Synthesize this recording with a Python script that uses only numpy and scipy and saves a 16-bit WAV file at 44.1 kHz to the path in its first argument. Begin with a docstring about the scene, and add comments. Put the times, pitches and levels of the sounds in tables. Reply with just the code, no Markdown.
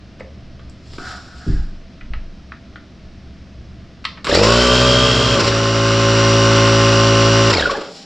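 """On a garage floor, close to two microphones, a small electric tire inflator is handled and dragged into place.
Its chuck, buttons and switch click as short bursts of plastic; feet squeak, clothes rustle and dull bumps ring.
It spins up and runs light; that spell dissolves into a slower one under load, which coasts to a stop.
The motor drives the piston through a 52-tooth gear: piston orders, gear whine, valve puffs and rattle
all follow the crank. A quiet garage with rumble, hiss and hums lies behind it throughout."""
import sys
import numpy as np
from scipy import signal
from scipy.fft import rfft, irfft
from scipy.io import wavfile
from scipy.ndimage import uniform_filter1d

SR = 44100
rng = np.random.default_rng(int(sys.argv[2]) if len(sys.argv) > 2 else 0)


def generate_wav(sig):
    """Save sig (samples, or channels by samples) to the path in sys.argv[1] as 16-bit PCM at SR."""
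    pcm = np.round(np.clip(np.atleast_2d(sig).T, -1, 1) * 32767).astype(np.int16)
    wavfile.write(sys.argv[1], SR, pcm)


N = 355005
TIME = np.arange(N) / SR
BINS = np.fft.rfftfreq(N, 1 / SR)
GEAR_TEETH, PINION_TEETH = 52, 11

# difference between the two microphones: (frequency [Hz], side minus mid [dB])
MIC_WIDTH = [(100, -16), (250, -20.5), (450, -26.5), (1200, -16), (2500, -14.5), (5500, -14.5), (8300, -9),
             (12000, -11.5)]
# the light spell: (switched on [s], switched off [s], full crank speed [turns/s], one peak of compression [s])
LIGHT_RUN = (4.245, 5.36, 63, 4.343)


def amp(db):
    """Decibels to gain."""
    return 10 ** (np.asarray(db) / 20)


def unit(x, where=True):
    """Scales to rms 1, judged over the chosen moments."""
    return x / np.sqrt(np.mean(x ** 2, where=where) + 1e-20)


def read(points, hz):
    """Reads a spectrum on a log-frequency axis."""
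    f, value = np.transpose(points)
    return np.interp(np.log(hz + 1), np.log(f + 1), value)


def colour(x, gain):
    """Filters by a gain for each frequency."""
    return irfft(rfft(x) * gain, N)


def resonances(modes):
    """Frequency response of a few steep-sided resonances."""
    return sum(amp(db) / (1 + 1j * (BINS - hz) / width) ** 2 for hz, width, db in modes)


def drift(hz):
    """Slow chance of rms 1, up to about the given rate."""
    return unit(colour(rng.standard_normal(N), np.exp(-(BINS / hz) ** 2)))


def noise(gain):
    """Coloured noise of rms 1 as the two microphones hear it."""
    mid, side = colour(rng.standard_normal((2, N)), gain)
    side = colour(side, amp(read(MIC_WIDTH, BINS)))
    return unit(np.array([mid + side, mid - side]))


def swell(s, half_s):
    """A smooth rise to 1 at time s, and the same fall after it."""
    return 1 / np.cosh(np.clip((TIME - s) / half_s, -20, 20))


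def stroke(turns, width):
    """A swell once every turn, at whole turns."""
    return np.exp(-.5 * (((turns + .5) % 1 - .5) / width) ** 2)


def dissolve(start_s=4.54, length_s=1.82):
    """Share of the loaded spell in the mix, 0-1, growing evenly."""
    return np.clip((TIME - start_s) / length_s, 0, 1)


def garage(x, low_hz):
    """A diffuse tail, each band dying at its own speed, nearly the same at both microphones."""
    # reverberation of the garage: (frequency [Hz], t60 [s])
    decay = [(100, 0.42), (500, 0.52), (2000, 0.28), (5500, 0.41), (12000, 0.031)]
    hz, t, z = signal.stft(rng.standard_normal((2, SR // 2)), SR, nperseg=256)
    z = z * amp(-60 * t / read(decay, hz)[:, None]) * (t > .004)
    sides = z[1] * amp(read(MIC_WIDTH, hz))[:, None]
    mid, side = signal.istft(np.array([z[0], sides]), SR, nperseg=256)[1]
    tail = np.array([mid + side, mid - side]) / np.linalg.norm(mid)
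    # little of the low end goes into the tail
    low_cut = 1 / np.sqrt(1 + (low_hz / (BINS + 1)) ** 4)
    return signal.fftconvolve(colour(x, low_cut), tail, axes=1)[:, :N]


def background(air_db=-39, rumble_db=-3.5, sink_db_per_s=5.5, waver_db=1.0, tone_hz=791, tone_db=-52):
    """Shaped noise makes low rumble and faint hiss; sines make wavering hums and one faint late tone."""
    # the quiet garage: (frequency [Hz], density [dB per Hz])
    air_spectrum = [(12, -11), (20, 3.5), (32, -21), (53, -3.5), (74, -3.5), (125, -12), (144, -10),
                    (201, -10), (332, -17), (439, -25.5), (648, -23), (880, -34), (1230, -30.5),
                    (5370, -37), (15500, -89.5)]
    # hums ahead of the rumble's changes: (frequency [Hz], level [dB])
    hum_tones = [(70, -42.5), (119, -48), (194, -53.5), (667, -61.5)]
    # brief swells of the rumble: (middle [s], half length [s], level [dB])
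    rumble_swells = [(.65, 0.23, -6), (3.258, .08, -13), (3.704, 0.065, 0.5)]
    hums = 0
    for hz, db in hum_tones:
        tone = np.sin(2 * np.pi * hz * TIME + 0.58 * drift(5.7))
        hums = hums + amp(db) * np.sqrt(2) * tone * (1 + 0.2 * drift(17))
    air = amp(air_db) * noise(amp(read(air_spectrum, BINS))) + hums
    # the steady rumble sinks once the pump has started
    steady = amp(rumble_db - sink_db_per_s * np.maximum(TIME - LIGHT_RUN[0], 0))
    swells = sum(amp(db) * swell(s, half_s) for s, half_s, db in rumble_swells)
    rumble = (steady + swells) * amp(waver_db * drift(20))
    # this tone comes in with the loaded spell and lingers when the pump has stopped
    linger = amp(tone_db) * np.sqrt(2) * np.sin(2 * np.pi * tone_hz * TIME) * dissolve()
    return air + colour(air, BINS < 150) * (rumble - 1) + linger


def handling(flicker_db=1.1, squeak_sag=.08, break_loose_s=0.98):
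    """Plastic feet squeak over concrete, higher the faster they slide, while clothes brush."""
    # resonances of the scraping feet: (frequency [Hz], half width at -6 dB [Hz], level [dB])
    feet = [(750, 53, 1.5), (1490, 240, 2.5), (1490, 66, 1)]
    # slides of the feet over concrete: (middle [s], half length [s], level [dB], pitch ratio [1])
    slides = [(1.093, 0.058, -32.5, 1.01), (1.303, 0.051, -45.5, .99), (1.453, 0.0322, -43, 1.01),
              (1.537, 0.067, -44.5, 1.1)]
    # movements that rustle clothes: (middle [s], half length [s], level [dB])
    rustles = [(0.953, 0.042, -49), (1.097, 0.072, -40.5), (1.36, 0.089, -58.5), (1.508, 0.076, -47.5),
               (7.965, 0.059, -40)]
    # colour of rustling clothes: (frequency [Hz], level [dB])
    cloth = [(400, -1), (2000, -5.5), (4000, 3), (5400, 5.5), (6200, -9), (7300, -1.5), (8500, -17.5),
             (11000, -26), (15000, -50)]
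    judder, scrape = noise(resonances(feet)), 0
    for s, half_s, db, pitch in slides:
        speed = swell(s, half_s) * (TIME > break_loose_s)
        # reading the judder slower lowers the squeak when the feet barely move
        clock = np.cumsum(pitch * (1 - squeak_sag * (1 - speed))) / SR
        squeak = np.array([np.interp(clock, TIME, side) for side in judder])
        scrape = scrape + amp(db) * speed * squeak
    rustle = sum(amp(db) * swell(s, half_s) for s, half_s, db in rustles)
    return scrape + rustle * noise(amp(read(cloth, BINS))) * amp(flicker_db * drift(50))


def bumps():
    """The pump is set down and leant on: blows ring a few low modes, each blow with its own tilt."""
    # dull bumps: (time [s], level [dB], tilt [dB per octave])
    blows = [(1.466, -36.5, 8), (1.487, -14.5, -1.5), (1.533, -14, -6), (1.595, -16.5, -12.5),
             (2.031, -32, -9), (2.104, -21.5, -10), (2.166, -23.5, -13), (4.174, -49, 3)]
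    # what the bumps ring: (frequency [Hz], level [dB], t60 [s])
    modes = [(22.8, -5, 0.67), (45.4, 7, 0.17), (98, 8, 0.18), (161, 8.5, 0.12), (211, -5, 0.16),
             (296, -5, 0.2), (377, -14, 0.18)]
    out, t = np.zeros(N), TIME[:SR // 2]
    for s, db, tilt_db in blows:
        ring = 0
        for hz, mode_db, t60 in modes:
            level_db = db + mode_db + tilt_db * np.log2(hz / 43)
            ring = ring + amp(level_db - 60 * t / t60) * np.sin(2 * np.pi * hz * t)
        soft_onset = 1 - np.exp(-t / 0.0038)
        out[round(s * SR):][:len(t)] += ring * soft_onset
    return out


def clicks(spread=0.13, snap=4.1, chatter_db=-2):
    """Each click is a hard snap and a short dying burst in one register of the plastic."""
    # clicks of the hose chuck, buttons, power switch and the drive taking up:
    # (time [s], level [dB], centre [Hz], width [octaves], t60 [s])
    events = [(0.198, -37, 1500, 1.6, 0.067), (.205, -27, 1880, 0.25, 0.022), (.206, -28, 664, 0.44, 0.054),
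              (0.594, -39, 1300, 1.1, 0.054), (.697, -44, 7400, 0.56, 0.023), (.935, -36, 2000, 1.8, 0.051),
              (.984, -19, 600, 1.7, 0.026), (2.01, -33.5, 2040, 0.49, 0.055),
              (2.136, -20, 1560, 0.84, 0.02), (2.52, -24, 1630, 0.73, 0.026),
              (2.758, -26, 1750, 0.73, 0.024), (4.043, -32, 2200, 1.1, 0.066),
              (4.052, -8.5, 2230, 0.77, 0.026), (4.173, -32, 1740, 0.78, 0.083),
              (4.245, -21, 3150, 1.8, 0.13), (4.269, -13.5, 1490, 1.4, 0.085)]
    # ring of the plastic housing: (frequency [Hz], level [dB])
    plastic = [(150, 19.5), (500, 5), (750, -5.5), (1300, 3), (1800, -4.5), (2300, -3.5), (3000, -6),
               (3900, -5.5), (5500, -7.5), (6300, -20), (7500, -8), (9000, -22), (15000, -46)]
    out, t = np.zeros((2, N)), TIME[:SR // 4]
    f = np.fft.rfftfreq(len(t), 1 / SR)
    for s, db, hz, octaves, t60 in events:
        band = np.exp(-.5 * (np.log2((f + 1) / hz) / octaves) ** 2)
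        register = unit(band * amp(read(plastic, f)))
        # minimum phase: nothing rings before the snap
        both_halves = np.concatenate([register, register[:0:-1]])[:len(t)]
        log_gain = np.log(both_halves + 1e-5)
        ring = np.fft.ifft(np.exp(np.conj(signal.hilbert(log_gain)))).real
        burst = rng.standard_normal((2, len(t))) * amp(db + chatter_db - 60 * t / t60)
        burst[0, 0] += snap * amp(db)
        mid, side = signal.fftconvolve(burst, ring[None], axes=1)[:, :len(t)]
        out[:, round(s * SR):][:, :len(t)] += [mid + spread * side, mid - spread * side]
    return out


def crank(on_s, off_s, full_hz, top_s, flutter=0.00066):
    """Crank speed and angle through spin-up, hold and coasting; whole turns are peaks of compression."""
    # most of the speed comes in a quick surge, the rest creeps in
    surge_s, creep_s, creep_share = .075, .172, .28
    # drag slows the crank in proportion to its speed, friction at a steady rate
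    drag_s, friction_hz_per_s = .36, 72
    driven, coasting = np.maximum(TIME - on_s, 0), np.maximum(TIME - off_s, 0)
    missing = (1 - creep_share) * np.exp(-driven / surge_s) + creep_share * np.exp(-driven / creep_s)
    hz = full_hz * (1 - missing)
    drag = np.exp(-coasting / drag_s)
    hz = np.maximum(hz * drag - friction_hz_per_s * drag_s * (1 - drag), 0) * (driven > 0)
    hz = hz * (1 + flutter * drift(29.4))
    turns = np.cumsum(hz) / SR
    return hz, turns - np.interp(top_s, TIME, turns)


def slack(hz, full=100):
    """Backlash, 0-1: the drive runs loose while its speed changes fast."""
    change_per_s = abs(np.gradient(hz)) * SR
    return np.clip(uniform_filter1d(change_per_s / full, size=1500), 0, 1)


def inrush(full_s=5.04, fill_s=0.029):
    """Free flow of air into the hose, 1 at the start, 0 once the hose is full."""
    return .5 - .5 * np.tanh((TIME - full_s) / fill_s)


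def efforts(hz, layers):
    """Gain of each layer: it builds over the first turn, follows the speed and changes with backlash."""
    # growth of piston, gear whine, valve puffs and rattle: [power of the crank speed]
    speed_powers = [2.16, 0.97, 0.16, 0.91]
    first_turn, speed, loose = np.minimum(np.cumsum(hz) / SR, 1), hz / hz.max(), slack(hz)
    return [first_turn * speed ** power * amp(db + loose_db * loose)
            for (db, loose_db), power in zip(layers, speed_powers)]


def valves(hz, turns, slap_db=3, leak=0.15, width=0.22, inrush_db=4):
    """A puff of air once a turn; during the inrush or with backlash a slap also rings the chamber."""
    # air chamber rung by the valves: (frequency [Hz], half width at -6 dB [Hz], level [dB])
    air_chamber = [(425, 37, 2.5), (479, 140, 9), (554, 31, 7)]
    chamber, turning, flow = resonances(air_chamber), hz > 0, inrush()
    puffs = noise(chamber) * unit(leak + stroke(turns - .5, width), turning)
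    # one impulse as each turn passes the same angle
    passed = np.floor(turns - .35)
    slaps = unit(colour(np.diff(passed, prepend=passed[0]), chamber), turning)
    share = amp(slap_db) * np.maximum(slack(hz), flow)
    return amp(inrush_db * flow) * (puffs + share * slaps) / np.sqrt(1 + share ** 2)


def gears(hz, turns, width, octave_db, sag, loose_jitter, rough=0.048, tooth_error=0.33, jitter=0.053):
    """The teeth sing during each compression, which also slows the crank a little."""
    # how the casing radiates gear whine: (frequency [Hz], level [dB])
    casing = [(300, -3), (900, 4.5), (1400, 15), (1900, 3), (2400, 1), (2850, -8.5), (3250, 2.5),
              (3700, 13), (4600, 10), (5200, 7), (5750, -2.5), (6000, -15.5), (9000, 14)]
    # uneven teeth repeat their pattern every turn; backlash adds chance to it
    uneven = unit(sum(np.sin(2 * np.pi * (k * turns + rng.random())) for k in (2, 3, 5, 7)), hz > 0)
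    wobble = tooth_error * uneven + (jitter + loose_jitter * slack(hz)) * drift(130)
    teeth = GEAR_TEETH * (2 * np.pi * turns - sag * np.sin(2 * np.pi * turns)) + wobble
    idle = .07  # share of the load that stays between compressions
    load = unit(idle + stroke(turns, width), hz > 0) * (1 + rough * drift(63))
    mesh = 0
    for k, db in ((1, 0), (2, octave_db)):
        mesh = mesh + amp(db + read(casing, k * GEAR_TEETH * hz)) * np.sin(k * teeth)
    return load * mesh


def rattling(turns, turning, loose, tilt_db, clatter, repeat_db=-8):
    """Noise of the loose linkage, knocked by the rod and the brushes."""
    # how the casing radiates rattle: (frequency [Hz], level [dB])
    rattle_spectrum = [(30, -13), (300, -9.5), (480, -7), (780, -6.5), (1050, -2.5), (1450, 3),
                       (1750, -5.5), (1950, -3), (2300, -7.5), (2650, -1.5), (3500, -4.5), (5150, -2),
                       (5750, -5), (6150, -19), (7300, -8.5), (8500, -27.5), (11500, -39), (15500, -52)]
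    body = amp(read(rattle_spectrum, BINS) + tilt_db * np.log2(1 + BINS / 1500))
    # part of the rattle is the same on every turn, the rest is chance
    repeated = np.interp(turns % 1, np.linspace(0, 1, 700), rng.standard_normal(700))
    linkage = unit(noise(body) + amp(repeat_db) * unit(colour(repeated, body), turning), turning)
    # the rod knocks twice a turn, one broad strong knock and one short weak one
    rod = stroke(turns - .42, 0.12) + 0.11 * stroke(turns + 0.27, 0.02)
    # the brushes chatter with the motor shaft
    brushes = 0.26 * stroke(turns * GEAR_TEETH / PINION_TEETH, 0.16)
    flicker = amp((0.47 + 2.9 * loose) * drift(41))
    return linkage * unit(1 + clatter * (rod + brushes), turning) * flicker


def piston(turns, orders, loose, loose_whine_db=5, scatter=0.87, waver=0.14):
    """A suction pulse each turn, spread in time by the housing, plus motor whine that swells with backlash."""
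    # motor whine: (multiple of the motor shaft speed [1], level against the piston tone [dB])
    motor = [(4, -14.5), (5, -31), (8, -25)]
    tone, whine = 0, 0
    for k, db in orders:
        phase = 2 * np.pi * k * (turns - .4) + scatter * rng.standard_normal()
        tone = tone - amp(db) * np.cos(phase)
    shaft = turns * GEAR_TEETH / PINION_TEETH
    for k, db in motor:
        whine = whine + amp(db) * np.sqrt(2) * np.sin(2 * np.pi * k * shaft) * (1 + waver * drift(8.2))
    tone_rms = np.sqrt(sum(amp(db) ** 2 for k, db in orders) / 2)
    return tone / tone_rms + whine * amp(loose_whine_db * loose)


def pump(run, layers, orders, gear_width, octave_db, sag, loose_jitter, tilt_db, hiss_db, clatter,
         shake=0.0084, room_db=-10, inrush_db=0.5):
    """One spell of running: piston tone, gear whine, valve puffs and linkage rattle, with a thin hiss."""
    # narrow bands of hiss from the rushing air: (frequency [Hz], half width at -6 dB [Hz], level [dB])
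    hiss_bands = [(2600, 54, 5), (5090, 84, 0)]
    hz, turns = crank(*run)
    tone, whine, puff, rattle = efforts(hz, layers)
    loose, turning = slack(hz), hz > 0
    shaken = turns + shake * loose * drift(43)
    hum = tone * amp(inrush_db * inrush()) * piston(shaken, orders, loose)
    linkage = rattling(turns, turning, loose, tilt_db, clatter)
    hiss = amp(hiss_db) * noise(resonances(hiss_bands))
    racket = whine * gears(hz, turns, gear_width, octave_db, sag, loose_jitter)
    racket = racket + puff * valves(hz, turns) + rattle * (linkage + hiss)
    # the room blurs the racket, and the tone too while it glides
    return hum + racket + amp(room_db) * garage(racket + loose * hum, low_hz=400)


def standing_wave(x):
    """The microphones sit in a null of the room, which the rising second order sweeps through."""
    null_hz, half_width_hz = 121, 2.2
    return colour(x, 1 - 1 / (1 + 1j * (BINS - null_hz) / half_width_hz))


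def scene():
    """Handling, then the two spells of the pump, in the garage."""
    # the loaded spell, spun up unheard before the dissolve:
    # (switched on [s], switched off [s], full crank speed [turns/s], one peak of compression [s])
    loaded_run = (0, 7.508, 55.9, 7.66)
    # piston tone of each spell: (multiple of the crank speed [1], level [dB])
    light_orders = [(1, -1), (2, 3.5), (3, -8.5), (4, -0.5), (5, -15), (6, -7.5), (7, -0.5), (8, -9),
                    (9, -4.5), (10, -4), (11, -27.5), (12, -19), (13, -24), (14, -23), (15, -16), (16, -9),
                    (17, -10), (18, -11), (19, -6.5), (20, -42), (21, -44), (22, -18), (23, -29), (24, -21),
                    (25, -10)]
    loaded_orders = [(1, -14.5), (2, 0), (3, -12), (4, -9.5), (5, -9.5), (6, -12.5), (7, -6), (8, -37.5),
                     (9, -18.5), (10, -3.5), (11, -73), (12, -16.5), (13, -27), (14, -30), (15, -22),
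                     (16, -23), (17, -34), (18, -31), (19, -15), (20, -19), (21, -13), (22, -24.5),
                     (23, -39), (24, -18.5), (25, -17.5), (26, -26), (27, -13.5)]
    # piston, gear whine, valve puffs, rattle: (level [dB], change while the drive runs loose [dB])
    light_layers = [(-13, 0), (-18, -5.5), (-26.5, 8), (-17, 1.5)]
    loaded_layers = [(-11.5, -5), (-16.5, -6), (-34, 11.5), (-19.5, -1.5)]
    light = pump(LIGHT_RUN, light_layers, light_orders, gear_width=0.14, octave_db=-5.5, sag=0.02,
                 loose_jitter=1.3, tilt_db=0.1, hiss_db=-15, clatter=0.51)
    loaded = pump(loaded_run, loaded_layers, loaded_orders, gear_width=0.081, octave_db=-7.0, sag=0.011,
                  loose_jitter=1.0, tilt_db=-1.7, hiss_db=-21, clatter=0.52)
    running = (1 - dissolve()) * light + dissolve() * loaded
    small = clicks() + handling() + bumps()
    return standing_wave(running) + small + amp(-8.5) * garage(small, low_hz=150) + background()


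def record(dry):
    """Peaks are rounded off smoothly near full scale; then the band limit."""
    knee, headroom, smooth_hz, edge_hz = .7, .22, 7500, 15600
    over = np.maximum(abs(dry) - knee, 0)
    excess = np.sign(dry) * (over - headroom * np.tanh(over / headroom))
    held = dry - colour(excess, np.exp(-(BINS / smooth_hz) ** 4))
    band_limit = signal.firwin(511, edge_hz, window=("kaiser", 9), fs=SR)
    return signal.oaconvolve(held, band_limit[None], "same")


dry = scene()
out = record(dry)
generate_wav(out)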